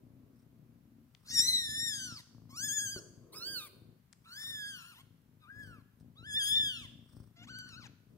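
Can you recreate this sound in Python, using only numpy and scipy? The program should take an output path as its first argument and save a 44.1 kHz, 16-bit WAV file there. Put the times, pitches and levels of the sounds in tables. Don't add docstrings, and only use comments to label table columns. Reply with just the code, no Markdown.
import sys
import numpy as np
from scipy import signal
from scipy.fft import rfft, irfft, next_fast_len
from scipy.io import wavfile
from scipy.ndimage import uniform_filter1d, map_coordinates

SR = 44100
rng = np.random.default_rng(int(sys.argv[2]) if len(sys.argv) > 2 else 0)


def output_pcm(signal):
    pcm = np.clip(np.atleast_2d(signal).T, -1, 1) * 32767
    wavfile.write(sys.argv[1], SR, np.round(pcm).astype(np.int16))


N = 360297
T = np.arange(N) / SR
SIDE = np.array([[0.5], [-0.5]])
TOP_HZ = 15780


def amp(db):
    return 10 ** (np.asarray(db) / 20)


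def unit(x):
    return x / np.sqrt(np.mean(x ** 2) + 1e-20)


def along(points, hz):
    f, v = np.transpose(points)
    return np.interp(np.log(hz + 1), np.log(f + 1), v, -120, v[-1])


def gain_curve(rows):
    return amp(np.interp(T, *np.transpose(rows), -120, -120))


def wobble(rate, count=N):
    knots = rng.standard_normal(int(count * rate / SR) + 4)
    return map_coordinates(knots, [np.arange(count) * rate / SR])


def filtered(x, response):
    m = next_fast_len(N + SR // 2)
    return irfft(rfft(x, m) * response(np.fft.rfftfreq(m, 1 / SR)), m)[..., :N]


def noise(spectrum, alike):
    share = np.clip(alike, 0, 1)
    common = np.sqrt(share) * rng.standard_normal(N)
    white = common + np.sqrt(1 - share) * rng.standard_normal((2, N))
    return unit(filtered(white, lambda hz: amp(along(spectrum, hz))))


def modes(table, f):
    return sum((-1) ** k * amp(db) * 1j * f * width / (centre ** 2 - f * f + 1j * f * width)
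               for k, (centre, width, db) in enumerate(table))


# start_s, end_s, chest_db, throat_db (relative to chest), rumble_db
BREATH_LEVELS = [(-.1, 0.393, -65, 1.9, -73.5), (0.4, 0.813, -64, -3.5, -76), (0.81, 1.11, -73.5, 9, -88),
                 (1.286, 1.63, -61, -1.5, -70), (1.66, 2.202, -55.5, -6.5, -84),
                 (2.285, 2.773, -59, -6, -75), (2.792, 3.04, -56.5, -12, -78),
                 (3.075, 3.265, -58.5, -11.5, -103), (3.32, 3.65, -64, -8, -71),
                 (3.717, 3.97, -63, -13.5, -77.5), (4.14, 4.262, -75, -28, -87),
                 (4.436, 4.64, -60.5, -8, -74), (4.65, 4.81, -65, -12, -88), (4.9, 5.439, -73, -12, -91.5),
                 (5.518, 5.854, -61, -5, -72), (5.96, 6.462, -59.5, -14, -84), (6.485, 6.734, -59, -3, -68),
                 (6.752, 7.062, -59, -5.5, -77.5), (7.12, 7.3, -57.5, -9, -75),
                 (7.38, 7.975, -57, -10, -85), (8.087, 8.3, -60.5, -10.5, -70.5)]
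SWELL_S, FADE_S = 0.1, 0.15


def breathing():
    start, end, chest_db, throat_db, rumble_db = np.transpose(BREATH_LEVELS)
    swell = (T - start[:, None]) / SWELL_S + 0.5
    fade = (end[:, None] - T) / FADE_S + 0.5
    shape = np.clip(np.minimum(swell, fade), 0, 1)
    return amp([chest_db, chest_db + throat_db, rumble_db]) @ shape ** 2


# time_s, beats_per_s
PURR_PACE = [(0, 29.8), (1.4, 32), (1.9, 26.7), (3, 28.5), (5, 26.5), (6.2, 27.3), (7.2, 28.2),
             (8.17, 29.6)]
# centre_hz, width_hz, level_db (before the breath mix)
CHEST_MODES = [(114, 62, 0), (86, 34, -2)]
# centre_hz, width_hz, level_db (each pass)
THROAT_MODES = [(227.5, 73, -1), (457.3, 570, -10)]
# time_s, half_length_s, air_db, snap_db (drive of each snap), inward (0-1)
NOSE_BREATHS = [(0.392, 0.054, -79.5, -104, 0), (1.476, 0.28, -71, -78.5, 0.57), (2.4, 0.37, -90, -82, 0),
                (4.443, 0.12, -58.5, -89, 0), (5.646, 0.09, -68.5, -87.5, 1),
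                (6.009, 0.024, -77, -109, 0.4), (6.605, 0.28, -83, -86, 0.7), (7.171, 0.11, -70, -80, 0.85),
                (8.123, .05, -84.5, -97, 0.01)]
# hz, level_db (relative density)
NOSE_COLOUR = [(500, -18.5), (1400, 0), (3000, -22), (5500, -0.5), (6800, -22.5), (8500, -1.5),
               (12000, -26), (16000, -5.5)]
REST_DB, REST_THROAT_DB, UNEVEN_DB = -69.5, -85, 2


def purr():
    pace = np.interp(T, *np.transpose(PURR_PACE))
    cycle = np.cumsum(pace * (1 + 0.011 * wobble(7))) / SR
    beats = np.flatnonzero(np.diff(np.floor(2 * cycle)))
    draw = rng.standard_normal((len(beats), 2))
    shuts = np.arange(len(beats)) % 2
    jitter = (0.0012 * SR * draw[:, 1]).astype(int)
    where = np.clip(beats + jitter, 0, N - 1)
    knocks = np.bincount(where, np.where(shuts, 1, 0.5) * amp(2.5 * draw[:, 0]), N)
    grain = rng.standard_normal(N) + 0.35 * rng.standard_normal((2, N))
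    drive = unit(knocks) + 0.55 * grain

    bell = np.array([np.exp(-((T - s) / half) ** 2) for s, half, *_ in NOSE_BREATHS])
    _, _, air_db, snap_db, inward = np.transpose(NOSE_BREATHS)
    inward = np.clip(inward @ bell, 0, 1)

    def ports(f, db, rad):
        tissue = (1j * f / (62 + 1j * f)) ** 2 / (1 + 1j * f / 620) ** 4
        return amp([[db], [-db]]) * np.exp(1j * np.array([[-rad], [rad]])) * tissue

    out, into = (unit(filtered(drive, lambda f: modes([mode], f) * ports(f, 3.6, 0.22))) * amp(mode[2])
                 for mode in CHEST_MODES)
    throat = unit(filtered(drive, lambda f: modes(THROAT_MODES, f) ** 2 * ports(f, 1.6, 0.06)))
    lumps = amp(UNEVEN_DB * np.array([wobble(14), wobble(15), wobble(8)]))
    chest_gain, throat_gain, _ = breathing() * lumps
    chest = (1 - 0.81 * inward) * out + 2.3 * inward * into
    body = (chest_gain + amp(REST_DB)) * chest + (throat_gain + amp(REST_THROAT_DB)) * throat

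    shutting = np.bincount(where, shuts * amp(draw[:, 0]), N)
    snap = filtered(shutting, lambda f: modes([(1100, 410, 0)], f) ** 2)
    snap = unit(snap)
    throb = 0.62 + (0.5 + 0.5 * np.cos(2 * np.pi * cycle)) ** 2.2
    air = throb * noise(NOSE_COLOUR, alike=0.4)
    return body + amp(snap_db) @ bell * snap + amp(air_db) @ bell * air


# time_s, level_db
RUMBLE_LEVEL = [(2.96, -88), (2.98, -52), (3.14, -70), (3.43, -60), (3.57, -61.5), (3.71, -66.5),
                (3.87, -73.5), (4.0, -82.5)]
# hz, level_db (relative density)
RUMBLE_COLOUR = [(180, -27.5), (300, -7.5), (328, 1), (373, 0.5), (668, -11.5), (785, -31), (1000, -17.5),
                 (1300, -21), (2200, -120)]
# hz, level_db (relative density)
HUM_COLOUR = [(25, -23), (40, -8.5), (70, -5), (160, 1), (260, -10.5), (400, -27.5), (600, -120)]
# hz, level_db (relative density)
HISS_COLOUR = [(240, -25), (400, -2), (474, -8.5), (765, -11), (1040, -9.5), (3120, -17.5), (3930, -19),
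               (8630, -23.5), (15000, -16), (16000, -26.5)]


def background():
    level = breathing()[2] + gain_curve(RUMBLE_LEVEL)
    rumble = level * amp(1.2 * wobble(12)) * noise(RUMBLE_COLOUR, alike=0.5)
    hum = amp([[-67], [-73]]) * noise(HUM_COLOUR, alike=1.0)
    hiss = amp(-77.0) * noise(HISS_COLOUR, alike=0.031)
    return rumble + hum + hiss


# start_s, level_db (before a common trim), centre_hz, left_right_db
WET_TICKS = [(1.149, -44.5, 3340, 11.5), (4.1277, -45, 6730, 17), (4.1318, -44.5, 5920, 5),
             (4.286, -59.5, 7460, -9), (5.217, -67, 10960, 8), (6.0003, -59.5, 5950, 0.5),
             (7.5875, -40.5, 8280, 7.5), (7.593, -58, 11040, -6), (7.69, -44, 7360, 9),
             (7.876, -48.5, 2940, -4)]


def ticks():
    out, t = np.zeros((2, N + SR)), T[:300]
    for start_s, level_db, centre_hz, left_right_db in WET_TICKS:
        turn = 2 * np.pi * centre_hz * np.cumsum(1 + 0.45 * wobble(5000, count=len(t))) / SR
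        envelope = amp(-60 * t / 0.011) * (1 - np.exp(-t / 0.00023))
        gain = amp(level_db - 3.5 + SIDE * left_right_db)
        out[:, round(start_s * SR):][:, :len(t)] += gain * envelope * np.sin(turn)
    return out[:, :N]


# hz, t60_s
ROOM_DECAY = [(200, 0.37), (1500, 0.71), (3500, 0.75), (6500, 0.65), (16000, 0.53)]


def room(x):
    hz, t, z = signal.stft(rng.standard_normal((2, SR)), SR, nperseg=256)
    t60 = np.interp(hz, *np.transpose(ROOM_DECAY))[:, None]
    tail = signal.istft(z * amp(-60 * t / t60), SR, nperseg=256)[1]
    tail = tail / np.linalg.norm(tail[0])
    delayed = np.pad(x, (500, 0))[None]
    return signal.fftconvolve(delayed, tail, axes=1)[:, :N]


# time_s, pitch_hz, fundamental_db, overtones_db, mouth_hz (resonance), mouth_lift_db
MEW_GLIDES = [
    [(1.241, 1196, -78, -84, 3700, 9.5), (1.273, 1426, -71, -72.5, 4230, 10),
     (1.293, 1754, -64.5, -75, 5520, 24.5), (1.343, 1915, -49.5, -43.5, 5600, 5),
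     (1.395, 1810, -46.5, -38.5, 5790, 20.5), (1.43, 1911, -49, -42, 5500, 11.5),
     (1.485, 2063, -52, -43, 4100, 12.5), (1.6, 1918, -49.5, -49, 3900, 12.5),
     (1.7, 1748, -48.5, -47, 3900, 2), (1.846, 1864, -43.5, -42.5, 5800, 3.5),
     (1.999, 1557, -49.5, -53, 5480, 15.5), (2.053, 1511, -51, -53.5, 5420, 14.5),
     (2.157, 1300, -60.5, -74.5, 4810, 27.5), (2.2, 945, -71, -67.5, 4400, 13.5),
     (2.215, 928, -67, -62, 4900, 14)],
    [(2.49, 1013, -72, -76.5, 5100, 7), (2.552, 1145, -57.5, -72.5, 5100, 19.5),
     (2.58, 1386, -54.5, -57.5, 5570, 12.5), (2.65, 1738, -43.5, -49.5, 6030, 17.5),
     (2.702, 1594, -45.5, -47, 6450, 8.5), (2.74, 1739, -46, -50, 7500, 17),
     (2.832, 1672, -44, -48.5, 6370, 7.5), (2.887, 1532, -51, -52, 6000, 13.5),
     (2.927, 1645, -53.5, -57.5, 5200, 18), (2.975, 1485, -56.5, -60.5, 4640, 13.5),
     (2.999, 1300, -57, -60, 5570, 23)],
    [(3.32, 931, -71, -78, 4200, 15), (3.362, 1291, -60, -71, 4660, 20.5),
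     (3.384, 1263, -61, -72, 4700, 30.5), (3.47, 1512, -55.5, -59, 4480, 24),
     (3.522, 1617, -48.5, -60.5, 4370, 22.5), (3.584, 1415, -55.5, -57.5, 4320, 18),
     (3.618, 1210, -61.5, -63.5, 4000, 15), (3.65, 1227, -57.5, -64.5, 3200, 8.5),
     (3.69, 1008, -70.5, -68, 4300, -4)],
    [(4.24, 1047, -74, -78, 2560, 22), (4.262, 1329, -63.5, -86, 3250, 28.5),
     (4.306, 1353, -60, -69.5, 4300, 10), (4.388, 1758, -51, -62.5, 4470, 28.5),
     (4.498, 1832, -53, -52.5, 3840, 10.5), (4.645, 1635, -45, -60.5, 4100, 25),
     (4.689, 1668, -52, -56.5, 4030, 15.5), (4.833, 1314, -63.5, -68.5, 2950, 9),
     (4.903, 1470, -61, -69, 3400, 12), (4.935, 1248, -68, -76.5, 3000, 11.5),
     (4.962, 836, -81, -76.5, 3230, 16.5), (4.993, 1053, -67.5, -74, 3500, 8.5),
     (5.025, 1131, -65, -75, 2600, 19.5)],
    [(5.396, 1223, -90, -96.5, 3400, 18), (5.43, 1267, -68, -93, 3440, 30),
     (5.464, 1163, -65.5, -91, 2900, 27.5), (5.505, 1624, -56, -95.5, 3860, 11),
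     (5.607, 1713, -53, -72, 6080, 0), (5.747, 1332, -60.5, -81, 2900, 8.5),
     (5.783, 1167, -69, -87.5, 2600, 9), (5.829, 950, -88, -89.5, 2660, -7)],
    [(6.15, 1007, -75, -89, 2592, 19.5), (6.185, 1327, -67.5, -87, 3990, 29.5),
     (6.228, 1337, -64, -83, 3360, 27), (6.27, 1743, -46.5, -68.5, 3360, 14),
     (6.33, 1671, -47, -48.5, 3320, 6.5), (6.376, 1803, -48.5, -55, 3600, 25.5),
     (6.423, 1596, -47.5, -43, 2870, 7), (6.5, 1705, -47.5, -42, 3070, 9.5),
     (6.569, 1805, -47.5, -52.5, 3390, 31), (6.663, 1669, -48.5, -50, 3030, 16),
     (6.815, 1237, -65, -65, 3310, 10.5), (6.874, 908, -66.5, -69.5, 3100, 13.5)],
    [(7.355, 678, -94, -81, 3920, 3.5), (7.369, 677, -74, -74, 4306, 12),
     (7.435, 717, -72, -71.5, 2600, 16.5), (7.463, 1145, -78, -67, 3200, -11)],
    [(7.469, 1107, -53, -61, 3620, 10), (7.481, 1090, -64, -67.5, 3260, 8),
     (7.5, 1540, -53.5, -64, 4140, 11), (7.6, 1517, -51.5, -59.5, 4500, 8),
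     (7.687, 1488, -66.5, -68, 5000, 7), (7.746, 1265, -64.5, -62, 4220, 12.5),
     (7.786, 1526, -56.5, -77, 4830, 25), (7.81, 1297, -65.5, -74.5, 4540, 19),
     (7.878, 690, -71, -61.5, 4020, -1)],
]
# left_lead_ms, top_fall_db_per_khz, hollow_hz (in the treble), hollow_depth_db
MEW_PLACES = [(.16, 1.36, 28000, 6.5), (0.15, .4, 10400, 0.5), (0.085, -0.44, 11200, 6.5),
              (0.15, 0.73, 7900, 6), (.16, 0.5, 7450, 5), (0.18, 1.16, 11400, 8), (0.14, 28, 8500, 14),
              (.15, 6.5, 8500, 11)]
SHADE_HEIGHTS = [1700, 4200, 6600, 11000]
MEW_SHADES = [(-2, 3.7, 10, 1), (-0.5, -9, 14.5, 0.5), (0.3, -2.5, -7.5, 15), (1.5, 0, 12.5, 5.5),
              (7, 2.5, -3.5, -2.1), (3.8, 1.9, 5.5, 4), (12.5, -4.5, .1, -5), (12.5, 0, 2, 1)]
MEW_HOARSENESS = [-25, -34, -22, -24, -22, -40, -11, -21]
# time_s, depth_db
CYCLE_DOUBLING = [(1.2, -10), (1.3, 2.5), (1.35, -6.5), (1.37, -36.5), (1.41, -27.5), (1.43, -54)]
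# start_s, end_s, extra_hoarseness_db (before it grows with the partials)
VOICE_STRAIN = [(1.26, 1.33, 1), (1.345, 1.56, -13), (3.3, 3.4, -4), (4.37, 4.46, -12), (6.41, 6.55, -12),
                (7.42, 7.5, -6)]
# time_s, half_length_s, bend (share of the pitch)
VOICE_CATCHES = [(2.676, 0.01, 0.039), (2.8, 0.013, -0.039), (3.472, 0.027, 0.028), (7.541, .012, -0.041),
                 (7.646, 0.022, -0.022)]
# hz, level_db
MOUTH_COLOUR = [(500, 0.2), (7000, 1.13), (9800, 7.5), (12500, -1), (15500, 2.1)]
# hz, level_db (relative density)
RASP_COLOUR = [(700, -9.5), (2000, -7.5), (5000, -15.5), (9000, -0.5), (16000, -5.5)]
RING_HZ, HOLLOW_HZ = 703.3, 1300
FALL_DB, TOP_RANGE_HZ = 2, 7500
WEAK_HOARSE, MOST_HOARSE_DB = 1.2, -2
STRAIN_LIFT_DB, FULL_STRAIN = 6, 0.3


def mews():
    out, rasp = np.zeros((2, N)), noise(RASP_COLOUR, alike=0.9)
    halves = gain_curve(CYCLE_DOUBLING)
    strain = sum(amp(db) * np.clip(np.minimum(T - start, end - T) / 0.03, 0, 1)
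                 for start, end, db in VOICE_STRAIN)
    for rows, place, shade_db, hoarse_db in zip(MEW_GLIDES, MEW_PLACES, MEW_SHADES, MEW_HOARSENESS):
        lead_ms, top_fall_db, hollow_hz, hollow_db = place
        s, *columns = np.transpose(rows)
        span = slice(round(s[0] * SR), round(s[-1] * SR))
        t, effort = T[span], strain[span]
        count = len(t)
        glide, voice_db, over_db, mouth_hz, lift_db = (np.interp(t, s, c) for c in columns)

        tremor = 0.005 * wobble(26, count) + 0.004 * wobble(160, count)
        tremor = tremor + sum(bend * np.exp(-((t - at) / half) ** 2) for at, half, bend in VOICE_CATCHES)
        hz = uniform_filter1d(glide, size=650, mode="nearest") * (1 + tremor)
        turn = 2 * np.pi * (np.cumsum(hz) / SR + SIDE * hz * lead_ms / 1000)
        edge = np.minimum(1, np.minimum(t - s[0], s[-1] - t) / 0.016)

        weak_db = WEAK_HOARSE * (voice_db.max() - voice_db)
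        hoarse = amp(np.minimum(hoarse_db + weak_db, MOST_HOARSE_DB)) + effort
        power = 0
        for k in range(1, 17):
            partial_hz = k * hz
            if k == 1:
                db = voice_db
            else:
                ring_db = lift_db / (1 + ((partial_hz - mouth_hz) / RING_HZ) ** 2)
                ring_db = ring_db - hollow_db / (1 + ((partial_hz - hollow_hz) / HOLLOW_HZ) ** 2)
                fall_db = FALL_DB * (min(k, 6) - 2)
                fall_db = fall_db + top_fall_db * np.maximum(partial_hz - TOP_RANGE_HZ, 0) / 1000
                db = over_db + ring_db - fall_db
            db = db + along(MOUTH_COLOUR, partial_hz) + (1.6 + 0.27 * k) * wobble(45, count)
            db = db + STRAIN_LIFT_DB * np.minimum(effort / FULL_STRAIN, 1) * (k > 5)
            lean_db = SIDE * (np.interp(partial_hz, SHADE_HEIGHTS, shade_db) + 3 * wobble(9, count))
            doubling = halves[span] * (k > 1) * np.cos(turn / 2)
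            shake = 1 + doubling + hoarse * (0.61 + 0.09 * k) * wobble(800, count)
            tone = np.sqrt(2) * np.sin(k * turn + k * k) * (partial_hz < TOP_HZ)
            out[:, span] += edge * shake * amp(db + lean_db) * tone
            power = power + amp(2 * db)
        out[:, span] += edge ** 2 * amp(-17.0) * hoarse * np.sqrt(power) * rasp[:, span]
    return out


# mode_hz, level_db (relative), t60_s
THUMP_MODES = [(149, -1.5, 0.025), (377, -7, 0.056), (575, -17.5, 0.051), (1240, 1, 0.0032)]
THUMP_S, THUMP_DB, THUMP_RISE_S = 2.961, -29.5, 0.0008


def thump():
    t = np.maximum(T - THUMP_S, 0)
    ring = sum(amp(db - 60 * t / t60) * -np.sin(2 * np.pi * hz * t) for hz, db, t60 in THUMP_MODES)
    return amp(THUMP_DB) * (1 - np.exp(-t / THUMP_RISE_S)) * ring * amp([[1.2], [-1.2]])


def scene():
    near = mews() + ticks() + thump()
    return near + amp(-14.5) * room(near[0]) + purr() + background()


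LOW_HZ = 28.7


def record(dry):
    return filtered(dry, lambda hz: (hz < TOP_HZ) * (1j * hz / (LOW_HZ + 1j * hz)) ** 2)


dry = scene()
out = record(dry)
output_pcm(out)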